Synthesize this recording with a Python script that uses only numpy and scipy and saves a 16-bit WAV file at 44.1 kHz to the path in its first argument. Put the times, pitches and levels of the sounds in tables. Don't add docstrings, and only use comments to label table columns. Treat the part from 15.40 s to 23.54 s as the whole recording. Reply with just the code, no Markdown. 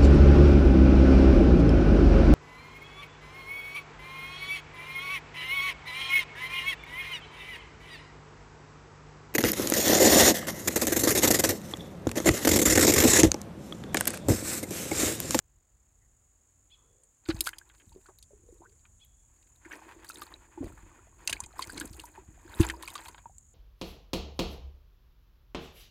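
import sys
import numpy as np
from scipy import signal
from scipy.fft import rfft, irfft, next_fast_len
from scipy.io import wavfile

SR = 44100
rng = np.random.default_rng(int(sys.argv[2]) if len(sys.argv) > 2 else 0)


def int16_out(signal):
    q = np.round(np.clip(np.atleast_2d(signal).T, -1, 1) * 32767)
    wavfile.write(sys.argv[1], SR, q.astype(np.int16))


N = 358974
TIME = np.arange(N) / SR

# start_s, level_db
RUMBLE = [(0, -66.5), (1.7, -70), (3.3, -61.5), (4.2, -65), (6.3, -61), (8.1, -58)]
# frequency_hz, relative_density_db
RUMBLE_COLOUR = [(20, -21), (40, 3), (60, 3), (85, -1), (120, -6.5), (170, -17), (260, -20), (500, -60)]
AIR_COLOUR = [(100, -24), (250, 7), (500, 3), (1000, 1), (2000, -4), (4000, -11.5), (7000, -12),
              (10000, -18), (13000, -14), (16000, -9.5)]
# start_s, syllables_per_s, level_db, pulsing_depth (0-1)
TRILL = [(0, 54, -75.5, 0.54), (.6, 28, -70.5, 0.3), (1.2, 62, -69.5, 0.3), (3, 34, -68, 0.2),
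         (8.1, 49, -66, 0.28)]
# frequency_hz, relative_density_db
TRILL_COLOUR = [(5200, -43), (5900, -34.5), (6400, -15), (6800, -6.5), (7150, -8.5), (7500, -14),
                (8200, -18), (8900, -24), (11000, -28), (13000, -39)]
# start_s, level_db
RASP = [(1.2, -93), (2.6, -71), (4.2, -78.5), (8.1, -82)]
# start_s, level_db, length_s, centre_hz, width_hz
FAR_SOUNDS = [(0.592, -77.5, 0.09, 1920, 200), (1.30, -74, 0.48, 448, 202), (1.317, -75.5, 0.21, 1130, 400)]
# start_s, level_db, pitch_hz (top of the arch)
BIRD_CALLS = [(1.295, -54, 873), (3.59, -56.5, 856)]
# start_s, level_db, fade_t60_s, low_edge_hz, high_edge_hz
SLAPS = [(1.635, -51, 0.028, 6870, 9600), (1.854, -49.5, .08, 1210, 4980), (1.884, -32.5, 0.069, 449, 7000),
         (1.901, -26, 0.027, 1310, 4710), (2.007, -14, .016, 2470, 12700), (2.037, -41, 0.11, 4600, 13300),
         (2.056, -36, .034, 1900, 13200), (2.064, -26, 0.064, 988, 12500), (2.131, -37, 0.027, 1130, 3070),
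         (2.184, -32.5, 0.011, 3050, 12700), (2.296, -53, .05, 1030, 3750), (2.397, -55.5, .06, 1270, 3470),
         (2.661, -55, 0.025, 1110, 8500), (2.686, -48, 0.05, 434, 1350), (2.786, -47.5, 0.017, 3700, 13900),
         (2.826, -43.5, 0.027, 3070, 10800), (3.453, -51.5, 0.02, 1100, 3260),
         (3.647, -53.5, 0.018, 9800, 14000), (4.247, -45, 0.069, 1350, 2340),
         (4.31, -39.5, 0.078, 1440, 2880), (4.645, -42.5, 0.028, 910, 12600),
         (4.688, -38.5, 0.051, 4540, 14400), (4.745, -43, .02, 5030, 11600),
         (4.819, -33, 0.0077, 1130, 6030), (5.242, -45, 0.013, 1430, 12200),
         (5.374, -46.5, 0.042, 774, 1970), (5.875, -15, .013, 1930, 9900),
         (5.895, -28.5, 0.045, 3470, 10600), (5.927, -18.5, .018, 1574, 9650),
         (6.003, -24, .012, 5800, 9500), (6.036, -39, 0.028, 1440, 9700), (6.061, -37.5, 0.016, 6300, 8500),
         (6.192, -34.5, .016, 2070, 12900), (6.22, -32, 0.052, 1950, 9100), (6.377, -28, 0.014, 1410, 8700),
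         (6.399, -27.5, .016, 6240, 10830), (6.41, -33.5, .022, 1190, 4940),
         (6.454, -36.5, 0.02, 6200, 12300), (6.532, -46.5, 0.029, 4030, 11700),
         (6.598, -35, 0.016, 2480, 10500), (6.652, -44, 0.037, 5250, 12600),
         (7.204, -29.5, 0.067, 2270, 12500), (7.231, -29.5, .032, 876, 4870),
         (7.251, -37, .016, 4550, 11600), (7.288, -27, 0.0076, 1230, 11500),
         (7.299, -26.5, 0.02, 1330, 8640), (7.423, -38, 0.067, 1210, 12300),
         (7.475, -36, 0.05, 1036, 10200), (7.502, -41, 0.022, 1230, 12000),
         (7.554, -30.5, 0.021, 950, 8150), (7.576, -41.5, 0.048, 970, 6150),
         (7.657, -38.5, 0.025, 680, 3760), (7.683, -36.5, .027, 884, 12100),
         (7.745, -41.5, 0.018, 680, 3600), (7.779, -46.5, 0.042, 585, 3660)]
# frequency_hz, width_hz, level_db
INSIDE = [(923, 136, -1.5), (1294.4, 337, 9.5), (1301, 310, 9.5), (1830, 660, -5.5), (2495, 150, -7),
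          (3273, 880, -19.5), (4100, 59, -22.5)]
# start_s (at full strength), build_up_s, length_s, slosh_db, spray_db
BOUTS = [(1.871, 0.052, 0.19, -57, -61.5), (2.28, .1, 0.39, -73, -73.5), (3.052, .3, 0.4, -80.5, -80.5),
         (3.925, 0.26, .26, -77, -79), (4.327, 0.13, 0.01, -49, -60.5), (4.459, 0.067, 0.41, -57, -78),
         (4.667, 0.055, 0.16, -70, -60), (4.9, 0.084, 0.75, -61, -98), (5.226, 0.029, .1, -61, -66.5),
         (5.878, 0.24, 0.066, -49.5, -62), (6.198, 0.19, 0.22, -51.5, -58.5),
         (6.459, .05, 0.21, -58.5, -63), (6.695, 0.09, 0.67, -66.5, -81), (7.191, 0.29, 0.06, -44.5, -56),
         (7.442, 0.042, 0.23, -57, -61)]
# frequency_hz, relative_density_db
SPRAY_COLOUR = [(2500, -26.5), (4200, -7), (5500, -19.5), (7300, 7.5), (10000, -2.5), (12000, -8.5),
                (15500, -2.5)]
# start_s, base_db, hollow_db, hollow_hz
THUMPS = [(1.886, -29, -20, 324), (1.939, -31.5, -55, 337), (2.005, -67, -42.5, 327.5),
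          (2.469, -47.5, -72, 328), (3.031, -56.5, -61.5, 337), (4.256, -83, -44.5, 330),
          (5.173, -59, -36.5, 340), (5.204, -36, -28.5, 276), (5.237, -35, -40.5, 314),
          (5.33, -46, -59, 325), (5.426, -48, -58, 337), (5.906, -41.5, -65, 325), (6.023, -43.5, -69, 313),
          (6.271, -44.5, -52, 322), (6.346, -48, -41, 286), (6.373, -42, -41, 328),
          (6.409, -45, -35.5, 302), (6.503, -39.5, -53, 300), (6.779, -54, -46, 375),
          (6.881, -43, -56, 322), (7.048, -54, -46, 330), (7.197, -10.5, -14.5, 329.6),
          (7.86, -52, -66, 331)]
# frequency_hz, relative_density_db
ROCK_COLOUR = [(20, -15), (38, 4.5), (55, 6.5), (80, -0.5), (120, -9.5), (170, -17), (260, -24),
               (500, -59.5)]
# start_s, level_db, pitch_hz (at the start), rise_octaves (over the ring time)
BUBBLES = [(2.071, -21, 1295, 0.75), (2.214, -44.5, 1545, .5), (2.52, -54, 920, -0.0047),
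           (2.561, -40, 375, 0.018), (2.659, -48, 1340, 0.62), (2.688, -47.5, 371, 0.097),
           (2.907, -52, 533, 0.83), (2.933, -47, 398, 0.21), (3.088, -46.5, 448, 0.78),
           (3.125, -44.5, 343, 0.13), (3.206, -44.5, 341, 0.066), (4.334, -30, 1838, -0.05),
           (4.7, -32, 1382, -0.23), (4.819, -30.5, 1223, -0.14), (4.94, -35, 3960, -0.14),
           (5.176, -40.5, 874, -0.19), (5.896, -23.5, 2630, 0.76), (5.967, -35, 2170, 0.79),
           (6.003, -35.5, 950, 0.92), (6.193, -23, 1074, -0.29), (6.225, -25, 4350, 0.37),
           (6.297, -32.5, 1470, .9), (6.413, -29.5, 1535, 0.64), (6.596, -34, 2860, -0.13),
           (6.639, -39, 904, 0.53), (6.777, -40, 850, 0.62), (7.267, -26, 7100, 0.36),
           (7.299, -20, 1886, -0.51), (7.338, -36, 993, -0.34), (7.434, -35, 1063, -0.34),
           (7.477, -31.5, 2400, .4), (7.555, -33, 1103, 0.65), (7.857, -36.5, 920, 0.074),
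           (7.896, -50, 725, 0.59), (7.983, -34.5, 7320, 0.28)]
# start_s, length_s, level_db
RUBS = [(2.535, .07, -59), (5.166, .15, -45), (6.274, 0.28, -52.5)]

BUILD_UP_DB, SETTLE_T60_S = 30.5, 0.63
FLICKS_PER_S, FLICK_DB, FLICK_SPREAD_DB = 26, 14.5, 7
FLICK_T60_S, FLICK_LOW_HZ, FLICK_HIGH_HZ = 0.015, 2300, 11000
ROCK_DB, ROCK_FOLLOWS, ROCK_PEAK_S = -33.5, 0.44, 0.049
BUBBLE_T60_S, BUBBLE_SHORTENS = 0.041, 0.67
GURGLE_S, GURGLE_LENGTH_S, GURGLE_DB, GURGLES_PER_S, GURGLE_HZ = 2.9, 0.44, -58, 65, 371
GULP_S, GULP_LENGTH_S, GULP_DB, GULP_FROM_HZ, GULP_TO_HZ = 3.208, 0.066, -54, 770, 1880
CUTOFF_HZ = 15900


def from_db(db):
    return 10 ** (np.asarray(db) / 20)


def rms_one(x):
    return x / np.sqrt(np.mean(x ** 2) + 1e-20)


def in_time(rows):
    s, *columns = np.transpose(rows)
    return [np.interp(TIME, s, column) for column in columns]


def add(out, s, sound):
    i = max(0, round(s * SR))
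    out[i:i + len(sound)] += sound[:N - i]


def noise(count=N):
    return rng.standard_normal(count)


def band(x, low, high, order=2):
    high = min(max(high, 1.1 * low), 0.45 * SR)
    sos = signal.butter(order, [low, high], "band", fs=SR, output="sos")
    return signal.sosfilt(sos, x + 1e-18)


def resonate(x, hz, width):
    r = np.exp(-np.pi * width / SR)
    zeros = np.array([1, 0, -1]) * (1 - r * r) / 2
    poles = [1, -2 * r * np.cos(2 * np.pi * hz / SR), r * r]
    return signal.lfilter(zeros, poles, x + 1e-18)


def coloured(x, spectrum):
    hz, db = np.transpose(spectrum)
    size = next_fast_len(N)
    bins = np.maximum(np.arange(size // 2 + 1) * SR / size, 1)
    gain = from_db(np.interp(np.log(bins), np.log(hz), db, right=-120))
    return rms_one(irfft(rfft(x, size) * gain, size)[:N])


def drift(rate):
    knots = noise(int(N / SR * rate) + 2)
    return rms_one(np.interp(TIME * rate, np.arange(len(knots)), knots))


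def grains(per_s, spread_db):
    sizes = from_db(spread_db * np.minimum(rng.exponential(1, N), 4)) * rng.choice([-1, 1], N)
    return sizes * (rng.random(N) < per_s / SR)


def swell(t, peak_s):
    return (t / peak_s * np.exp(1 - t / peak_s)) ** 2


def open_air(air_db=-78, gust_db=1.5):
    rumble_db = in_time(RUMBLE)[0] + gust_db * drift(11)
    rumble = from_db(rumble_db) * coloured(noise(), RUMBLE_COLOUR)
    return rumble + from_db(air_db) * coloured(noise(), AIR_COLOUR)


def insects(rasp_low_hz=6450, rasp_high_hz=7650, rasp_width_hz=300, scrape_db=-5, rasps_per_s=4.38):
    per_s, db, depth = in_time(TRILL)
    syllables = 1 + np.clip(depth, 0, 1) * np.sin(2 * np.pi * np.cumsum(per_s) / SR)
    trill = from_db(db) * rms_one(syllables) * coloured(noise(), TRILL_COLOUR)
    stroke = (TIME - 0.045) * rasps_per_s % 1
    hz = rasp_low_hz + (rasp_high_hz - rasp_low_hz) * np.sqrt(stroke)
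    sweep = np.sin(2 * np.pi * np.cumsum(hz) / SR)
    tone = rms_one(sweep * band(noise(), 27, rasp_width_hz))
    scrape = rms_one(band(noise(), 5900, 9950, order=5))
    shape = np.sin(np.pi * stroke) * from_db(0.5 * drift(1.1))
    rasp = rms_one((tone + from_db(scrape_db) * scrape) * shape)
    return trill + from_db(in_time(RASP)[0]) * rasp


def far_sounds():
    out = np.zeros(N)
    for s, db, length_s, hz, width in FAR_SOUNDS:
        shape = np.hanning(int(length_s * SR))
        blur = rms_one(band(noise(len(shape)), hz - width / 2, hz + width / 2))
        add(out, s, from_db(db) * shape * blur)
    return out


def bird(length_s=0.072, arch=0.39, throat_hz=3350, throat_width_hz=260, hoarse=0.0068,
         echo_db=-10, echo_t60=0.7):
    out, t = np.zeros(N), np.arange(int(length_s * SR)) / SR
    bow = np.sin(np.pi * t / length_s)
    for s, db, top_hz in BIRD_CALLS:
        hz = top_hz * (1 - arch * (1 - bow) + hoarse * drift(990)[:len(t)])
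        phase = 2 * np.pi * np.cumsum(hz) / SR
        voice = bow * sum(np.sin(k * phase) * 4 / k for k in range(3, 7))
        add(out, s, from_db(db) * resonate(voice, throat_hz, throat_width_hz))
    tail = noise(SR) * from_db(-60 * TIME[:SR] / echo_t60)
    return out + from_db(echo_db) * signal.oaconvolve(out, tail / np.linalg.norm(tail))[:N]


def bubble(hz, t60, rise, onset_cycles=0.17):
    t = np.arange(int(t60 * SR) + 2) / SR
    phase = 2 * np.pi * np.cumsum(hz * 2 ** (rise * t / t60)) / SR
    return np.sin(phase) * from_db(-60 * t / t60) * (1 - np.exp(-t * hz / onset_cycles))


def droplets(low_hz, high_hz, span_s, count=12, cycles=55, rise=0.24):
    out = np.zeros(SR // 4)
    for when, size in rng.random((count, 2)):
        hz = low_hz * (high_hz / low_hz) ** size
        ring = from_db(-18 * when) * bubble(hz, min(cycles / hz, 0.05), rise)
        i = int(when * min(span_s, 0.1) * SR)
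        out[i:i + len(ring)] += ring
    return out / np.linalg.norm(out)


def slap(t60, low_hz, high_hz, grain_db=13.5, leak_db=-25, swell_share=0.92, burst_db=-4.0, wet=0.65):
    t = np.arange(SR // 4) / SR
    swell_s = swell_share * t60 ** 2.03
    shape = np.minimum(t / swell_s, 1) * from_db(-60 * np.maximum(t - swell_s, 0) / t60)
    swarm = shape * noise(len(t)) * from_db(grain_db * noise(len(t)))
    burst = band(swarm, low_hz, high_hz, order=3) + from_db(leak_db) * band(swarm, 780, 10000)
    burst = from_db(burst_db) * burst / np.linalg.norm(burst)
    return np.linalg.norm(shape) * (burst + wet * droplets(low_hz, high_hz, 0.5 * t60))


def slaps():
    out = np.zeros(N)
    for s, db, t60, low_hz, high_hz in SLAPS:
        add(out, s, from_db(db) * slap(t60, low_hz, high_hz))
    return out


def inside(x):
    return sum((-1) ** k * from_db(db) * resonate(x, hz, width)
               for k, (hz, width, db) in enumerate(INSIDE))


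def bucket_walls(x, ring_db=-8, echo_db=-13, echo_t60=0.05, count=40):
    delays, signs = rng.uniform(0.0011, echo_t60, count), rng.choice([-1, 1], count)
    echoes = np.zeros(SR // 4)
    echoes[(delays * SR).astype(int)] = signs * from_db(-60 * delays / echo_t60)
    bounced = signal.oaconvolve(x, echoes / np.linalg.norm(echoes))[:N]
    return x + from_db(ring_db) * inside(x) + from_db(echo_db) * bounced


def bout_level(levels_db):
    power = 1e-14
    for (s, build_s, length_s, *_), db in zip(BOUTS, levels_db):
        build_db = BUILD_UP_DB * np.clip(s - TIME, 0, 2) / build_s
        settle_db = 60 * np.clip(TIME - s - length_s, 0, 2) / SETTLE_T60_S
        power = power + from_db(db - np.minimum(build_db + settle_db, 100)) ** 2
    return np.sqrt(power)


def gurgle(low_hz, high_hz, cycles, spread_db, count, rise=0.27, tilt_db=-1):
    out = np.zeros(N)
    for when, size, strength in rng.random((count, 3)):
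        hz = low_hz * (high_hz / low_hz) ** size
        db = spread_db * min(-np.log(1 - strength), 3) + tilt_db * np.log2(hz / low_hz)
        add(out, when * N / SR, from_db(db) * bubble(hz, cycles / hz, rise))
    return rms_one(out)


def slosh(wash_db=-1.5, gurgle_db=-8, hum_gain_db=-4, direct_db=-14, hiss_db=-22,
          hum_hz=328, hum_width_hz=45, lap_db=-9, surge_db=4.0):
    churn = grains(6000, 4.44) * from_db(surge_db * drift(49))
    wash = rms_one(inside(churn) + from_db(direct_db) * band(churn, 240, 4000))
    rubbing = grains(1500, 4.4) * from_db(surge_db * drift(30))
    ringing = resonate(band(rubbing, 210, 520), hum_hz, hum_width_hz)
    hum = rms_one(ringing + from_db(lap_db) * band(rubbing, 210, 560))
    blips = gurgle(low_hz=623, high_hz=2485, cycles=26, spread_db=7.5, count=900, rise=0.51)
    hiss = rms_one(band(noise(), 1900, 8000, order=1))
    water = from_db(wash_db) * wash + from_db(gurgle_db) * blips
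    return water + from_db(hum_gain_db) * hum + from_db(hiss_db) * hiss


def stirred_water(spray_gain_db=-2, drip_db=8, drip_growth=1.98, swirl_db=1.5):
    *_, slosh_db, spray_db = np.transpose(BOUTS)
    churned = bout_level(slosh_db) * from_db(swirl_db * drift(14)) * slosh()
    mist = coloured(grains(880, 5.5) * from_db(1.5 * drift(79)), SPRAY_COLOUR)
    drips = gurgle(low_hz=3600, high_hz=14500, cycles=55, spread_db=6.5, count=2400, tilt_db=0)
    spray = bout_level(spray_db)
    dripping = from_db(drip_db) * spray.max() * (spray / spray.max()) ** drip_growth
    return churned + from_db(spray_gain_db) * spray * mist + dripping * drips


def flicks(count=12):
    out = np.zeros(N)
    kinds = [slap(FLICK_T60_S, FLICK_LOW_HZ * thin, FLICK_HIGH_HZ * np.sqrt(thin))
             for thin in np.geomspace(0.5, 2, count)]
    for s, _, length_s, _, spray_db in BOUTS:
        for k, (when, strength, kind) in enumerate(rng.random(size=(40, 3))):
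            after_s = (k + when) / FLICKS_PER_S
            if after_s < length_s:
                db = spray_db + FLICK_DB + FLICK_SPREAD_DB * (2 * strength - 1)
                add(out, s + after_s, from_db(db) * kinds[int(kind * count)])
    return out


def thumps(base_hz=88, base_peak_s=0.0072, hollow_peak_s=0.0089,
           wall_hz=190, wall_db=-5, wall_peak_s=0.0045,
           sway_hz=62, sway_db=-19, sway_t60=0.51, ring_db=-24, ring_t60=0.53):
    out, t = np.zeros(N), np.arange(SR // 2) / SR
    onset = 1 - np.exp(-t / base_peak_s)
    base = swell(t, base_peak_s) * np.sin(2 * np.pi * base_hz * t)
    base += from_db(wall_db) * swell(t, wall_peak_s) * np.sin(2 * np.pi * wall_hz * t)
    base += onset * from_db(sway_db - 60 * t / sway_t60) * np.sin(2 * np.pi * sway_hz * t)
    boom = swell(t, hollow_peak_s) + onset * from_db(ring_db - 60 * t / ring_t60)
    for s, base_db, hollow_db, hollow_hz in THUMPS:
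        hollow = boom * np.sin(2 * np.pi * hollow_hz * t)
        add(out, s, from_db(base_db) * base + from_db(hollow_db) * hollow)
    return out


def rocking():
    power, t = np.zeros(N), TIME[:SR]
    for s, base_db, *_ in THUMPS:
        level = from_db(ROCK_DB + ROCK_FOLLOWS * base_db) * swell(t, ROCK_PEAK_S)
        add(power, s, level ** 2)
    return np.sqrt(power) * coloured(noise(), ROCK_COLOUR)


def bubbles():
    out = np.zeros(N)
    for s, db, hz, rise in BUBBLES:
        t60 = BUBBLE_T60_S / (hz / 1000) ** BUBBLE_SHORTENS
        add(out, s, from_db(db) * bubble(hz, t60, rise))
    return out


def rubs(low_hz=170, high_hz=430, stick_db=4):
    drag = np.zeros(N)
    for s, length_s, db in RUBS:
        add(drag, s, from_db(db) * np.hanning(int(length_s * SR)))
    return drag * rms_one(band(grains(900, 3.1) * from_db(stick_db * drift(60)), low_hz, high_hz))


def gulp(flutter_db=4, rough_hz=140, glug_t60=0.071, glug_rise=0.3, glug_spread_db=3, glug_octaves=0.37):
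    out = np.zeros(N)
    count = int(GURGLES_PER_S * GURGLE_LENGTH_S)
    for k, (when, size, strength) in enumerate(rng.uniform(-0.97, 1, size=(count, 3))):
        glug = bubble(GURGLE_HZ * 2 ** (glug_octaves * size), glug_t60, glug_rise, onset_cycles=1.3)
        s = GURGLE_S + (k + 0.5 + 0.5 * when) / GURGLES_PER_S
        add(out, s, from_db(GURGLE_DB + glug_spread_db * strength) * glug)
    filled = np.linspace(0, 1, int(GULP_LENGTH_S * SR))
    hz = GULP_FROM_HZ + (GULP_TO_HZ - GULP_FROM_HZ) * filled ** 2
    rough = rms_one(band(noise(SR), 11, rough_hz)[-len(filled):])
    shape = np.sin(np.pi * filled ** 1.1) * from_db(GULP_DB + flutter_db * drift(177)[:len(filled)])
    add(out, GULP_S, shape * rough * np.sin(2 * np.pi * np.cumsum(hz) / SR))
    return out


def scene(dip_hz=5550, dip_width_hz=1000):
    splashes = bucket_walls(slaps() + flicks() + bubbles() + gulp())
    bucket = thumps() + rocking() + rubs() + splashes + stirred_water()
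    bucket = bucket - 0.75 * resonate(bucket, dip_hz, dip_width_hz)
    return (bucket + insects() + bird() + far_sounds() + open_air())[None]


def record(dry):
    return signal.sosfilt(signal.ellip(10, 0.2, 80, CUTOFF_HZ, fs=SR, output="sos"), dry)


dry = scene()
out = record(dry)
int16_out(out)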